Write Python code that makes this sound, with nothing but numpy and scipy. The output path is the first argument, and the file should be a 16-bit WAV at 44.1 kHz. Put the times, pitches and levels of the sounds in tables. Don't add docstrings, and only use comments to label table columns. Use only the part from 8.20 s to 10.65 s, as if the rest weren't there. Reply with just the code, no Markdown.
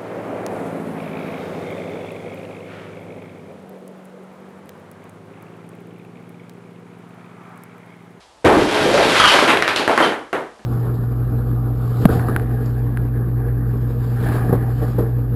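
import sys
import numpy as np
from scipy import signal
from scipy.fft import rfft, irfft
from scipy.io import wavfile

SR = 44100
rng = np.random.default_rng(int(sys.argv[2]) if len(sys.argv) > 2 else 0)


def master_out(mix):
    frames = np.transpose(np.atleast_2d(mix))
    ceiling = np.clip(frames, -1, 1)
    pcm = np.round(ceiling * 32767).astype(np.int16)
    wavfile.write(sys.argv[1], SR, pcm)


N = 108045
TIME = np.arange(N) / SR
BLOW_SAMPLES = 32768


def from_db(db):
    return 10 ** (np.asarray(db) / 20)


def unit_power(x):
    return x / np.sqrt(np.mean(x ** 2) + 1e-20)


def decay(t60_s):
    return from_db(-60 * np.minimum(TIME[:BLOW_SAMPLES] / t60_s, 4))


def delayed(x, start_s):
    return np.pad(x, (max(int(start_s * SR), 0), N))[:N]


def envelope(curve):
    return from_db(np.interp(TIME, *np.transpose(curve), left=-120, right=-120))


def coloured(x, spectrum, pitch=1, taps=8192):
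    hz, db = np.transpose(spectrum)
    bin_hz = np.arange(taps // 2 + 1) * SR / taps
    gain = unit_power(from_db(np.interp(np.log(bin_hz + 1), np.log(hz * pitch), db)))
    cepstrum = irfft(np.log(gain))
    cepstrum[1:taps // 2] *= 2
    cepstrum[taps // 2 + 1:] = 0
    response = irfft(np.exp(rfft(cepstrum)))
    return signal.fftconvolve(x, response)[:len(x)]


def basement(air_db=-51.5, hum_db=-64.5, hum_hz=57.4):
    # frequency_hz, relative_db
    air_colour = [(30, -13), (60, -3), (100, -11), (200, -9), (450, -4), (900, -2), (2000, -13.5),
                  (4200, -15), (9000, -21), (12000, -31)]
    air = from_db(air_db) * coloured(rng.standard_normal(N), air_colour)
    return air + from_db(hum_db) * np.sin(2 * np.pi * hum_hz * TIME)


def room_tail(t60_s=0.41, build_s=0.0029, grain_db=5, merge_s=0.056):
    t = TIME[:BLOW_SAMPLES]
    spread = np.log(from_db(grain_db)) * np.exp(-t / merge_s)
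    echoes = rng.standard_normal(BLOW_SAMPLES)
    echoes *= np.exp(spread * np.minimum(rng.standard_normal(BLOW_SAMPLES), 2) - spread ** 2)
    return echoes * (1 - np.exp(-t / build_s)) * decay(t60_s)


def reverberation(x):
    tail = room_tail()
    return signal.fftconvolve(x, tail / np.linalg.norm(tail))[:len(x)]


def transients(events, burst_t60_s=0.013, click_share=0.41):
    # frequency_hz, relative_db
    thud = [(25, -28), (70, -26.5), (120, -14.5), (190, -9), (320, 1), (480, 1.5), (750, -2.5), (1100, -9),
            (2200, -33.5), (8000, -67)]
    knock = [(100, -32.5), (500, -11), (950, 1), (1400, 0.5), (1900, -3.5), (2600, -14.5), (4500, -33.5),
             (12000, -32.5)]
    crack = [(200, -38), (1200, -15.5), (2100, 7.5), (3000, 3.5), (3800, -0.5), (4700, -9.5), (6800, -16.5),
             (10500, -18.5), (14000, -24)]
    out = np.zeros(N)
    for start_s, thud_db, knock_db, crack_db, direct_db, pitch in events:
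        sound = 0
        for colour, db in ((thud, thud_db), (knock, knock_db), (crack, crack_db)):
            burst = rng.standard_normal(BLOW_SAMPLES) * decay(burst_t60_s)
            attack = burst * np.sqrt(1 - click_share)
            attack[0] -= np.linalg.norm(burst) * np.sqrt(click_share)
            direct = 2 * from_db(direct_db) * attack
            sound = sound + from_db(db) * coloured(direct + room_tail(), colour, pitch)
        out += delayed(sound, start_s)
    return out


def hiss_and_clatter():
    # start_s, thud_db, knock_db, crack_db, direct_db, pitch_ratio
    events = [(.006, -54, -53, -51, -2, 1.6), (.553, -23.5, -23, -28, 3, 1.04),
              (.742, -20.5, -27.5, -26.5, 2, 1.67), (.778, -30, -17, -25.5, 3.5, 1.12),
              (.828, -16, -23, -22, 2, 1.2), (.955, -19, -16.5, -19, 0, 1.15), (.999, -39, -17, -25, 1, 1),
              (1.046, -44, -17, -25, 4, 1.17), (1.079, -40, -22, -15.5, 0, 1.35),
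              (1.119, -19, -18.5, -24, 3, 1.31), (1.14, -15.5, -15, -21, 2.5, 1.1),
              (1.19, -24, -17, -19, 5, 0.67), (1.225, -16, -18.5, -38, 2, 0.93),
              (1.278, -13, -15, -15.5, -2.5, 0.97), (1.295, -24, -14, -17, 0, 0.98),
              (1.335, -20, -21, -44, 5, .85), (1.372, -27, -29.5, -24.5, 9.5, 1.05),
              (1.4238, -25.5, -18.5, -28.5, 9, 1.34), (1.4785, -35, -15, -22, 4.5, 1.21),
              (1.5615, -24.5, -22.5, -17.5, 7, 1.2), (1.597, -21, -22.5, -40, 4.5, 0.92),
              (1.678, -18.5, -15, -36, 7.5, .88), (1.696, -14, -23, -38, 1, 1.33),
              (1.7772, -19, -13.5, -30, 6.5, 1.02), (1.803, -13.5, -14.5, -29, 2.5, 0.98),
              (1.83, -21, -20.5, -25, -5, 1.06), (1.862, -19, -28, -28.5, 4.5, 1),
              (1.922, -25, -25.5, -52.5, 5.5, 0.96), (2.1298, -16.5, -20, -35, 3.5, 1.01),
              (2.394, -47, -53, -53, 3, 0.68)]
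    return transients(events)


def ball_landing():
    # start_s, thud_db, knock_db, crack_db, direct_db, pitch_ratio
    landings = [(.2445, -13.5, -18, -42, -4.5, 0.88), (.249, -3, -8.5, -20, -1.5, 0.92),
                (.325, -12, -19.5, -25.5, 5, 0.84)]
    return transients(landings)


def overload(x, ceiling):
    return x / (1 + (x / ceiling) ** 6) ** (1 / 6)


def lane_booms(t60_s=0.15):
    # start_s, level_db
    booms = [(.247, -14.5), (.37, -26), (.61, -35), (.93, -37), (1.0, -38), (1.12, -45), (1.33, -37),
             (1.375, -31), (1.478, -41), (1.56, -40), (1.777, -35)]
    # frequency_hz, relative_db
    boom_colour = [(15, -8), (35, -5), (70, -0.5), (120, 3), (250, -30), (1000, -68)]
    force = sum(from_db(db) * delayed(rng.standard_normal(BLOW_SAMPLES) * decay(t60_s), start_s)
                for start_s, db in booms)
    return coloured(force, boom_colour)


def grain_contacts(rate_per_s=900, spread_db=4.5, room_db=4.5):
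    clicks = (rng.random(N) < rate_per_s / SR) * rng.choice([-1, 1], N)
    clicks = clicks * from_db(spread_db * np.minimum(rng.exponential(1, N), 4))
    return unit_power(clicks + from_db(room_db) * reverberation(clicks))


def ball_rolling():
    # time_s, level_db
    rumble_levels = [(.26, -18), (.40, -18.5), (.50, -21), (.61, -18), (.68, -15.5), (.82, -17),
                     (.93, -18.5), (1.04, -38), (1.15, -27), (1.36, -21.5), (1.46, -26.5), (1.62, -26.5),
                     (1.85, -35), (2.0, -58)]
    skid_levels = [(.26, -32), (.42, -23.5), (.6, -21.5), (.75, -21.5), (.9, -19), (1.0, -16), (1.12, -17),
                   (1.25, -18), (1.4, -43), (1.7, -30), (1.85, -25), (2.0, -58)]
    # frequency_hz, relative_db
    rumble_colour = [(25, -25), (60, -22), (120, -11.5), (170, -3), (220, -7.5), (320, 0), (550, 0),
                     (800, -4), (1300, -14.5), (3000, -37)]
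    skid_colour = [(200, -17), (900, 1.5), (1700, 1), (2500, -2), (3600, -3), (5000, -10), (7500, -18),
                   (11000, -22.5), (14000, -33)]
    rumble = envelope(rumble_levels) * coloured(grain_contacts(), rumble_colour)
    skid = envelope(skid_levels) * coloured(grain_contacts(), skid_colour)
    return rumble + skid


def ringing(modes, pitch, onset_s=0.039):
    t = TIME[:BLOW_SAMPLES]
    direct = sum(from_db(db) * decay(t60_s) * np.sin(2 * np.pi * hz * pitch * t)
                 for hz, db, t60_s in modes)
    sound = direct + reverberation(direct)
    return sound / np.sqrt(np.mean(sound[:int(onset_s * SR)] ** 2))


def boards_ringing(t60_s=0.069):
    # start_s, nominal_hz, level_db
    boards = [(.30, 401, -15.5), (.37, 304, -13), (.42, 327, -21), (0.609, 169.6, -26.5), (.655, 350, -19),
              (.66, 526, -16.5), (.69, 453, -22), (.742, 577, -14.5), (.79, 410, -20), (.80, 707, -17),
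              (.855, 442, -19.5)]
    return sum(from_db(db) * delayed(ringing([(hz, 0, t60_s)], pitch=0.99), start_s)
               for start_s, hz, db in boards)


def pins_ringing():
    # start_s, belly_db, neck_db, pitch_ratio
    hits = [(1.0, -12, -17, 1.08), (1.04, -11, -20, 1.03), (1.057, -29, -18, 0.98), (1.076, -20, -17, 1.0),
            (1.106, -36, -24, 0.79), (1.826, -30, -24, 1.02)]
    # nominal_hz, relative_db, t60_s
    belly_modes = [(1014, -11, 0.074), (1188, 0, 0.038), (1407, -2, 0.034), (1560, -13.5, 0.033)]
    neck_modes = [(2540, -26, .05), (2950, -4, 0.093), (3030, -3.5, 0.094), (3081, -0.5, 0.069),
                  (4440, -8, 0.041), (5860, -17, .04), (9020, -17, .05)]
    out = np.zeros(N)
    for start_s, belly_db, neck_db, pitch in hits:
        belly = from_db(belly_db) * ringing(belly_modes, pitch)
        neck = from_db(neck_db) * ringing(neck_modes, pitch)
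        out += delayed(belly + neck, start_s)
    return out


def scene():
    ball = overload(ball_landing() + ball_rolling() + boards_ringing(), ceiling=0.52)
    return (ball + hiss_and_clatter() + lane_booms() + pins_ringing() + basement())[None]


def record(dry, low_cut_hz=30, high_cut_hz=11900):
    high_pass = signal.butter(2, low_cut_hz, "high", fs=SR, output="sos")
    low_pass = signal.ellip(10, .2, 70, high_cut_hz, fs=SR, output="sos")
    clipped = overload(signal.sosfilt(high_pass, dry), ceiling=0.8)
    return signal.sosfilt(low_pass, clipped)


dry = scene()
out = record(dry)
master_out(out)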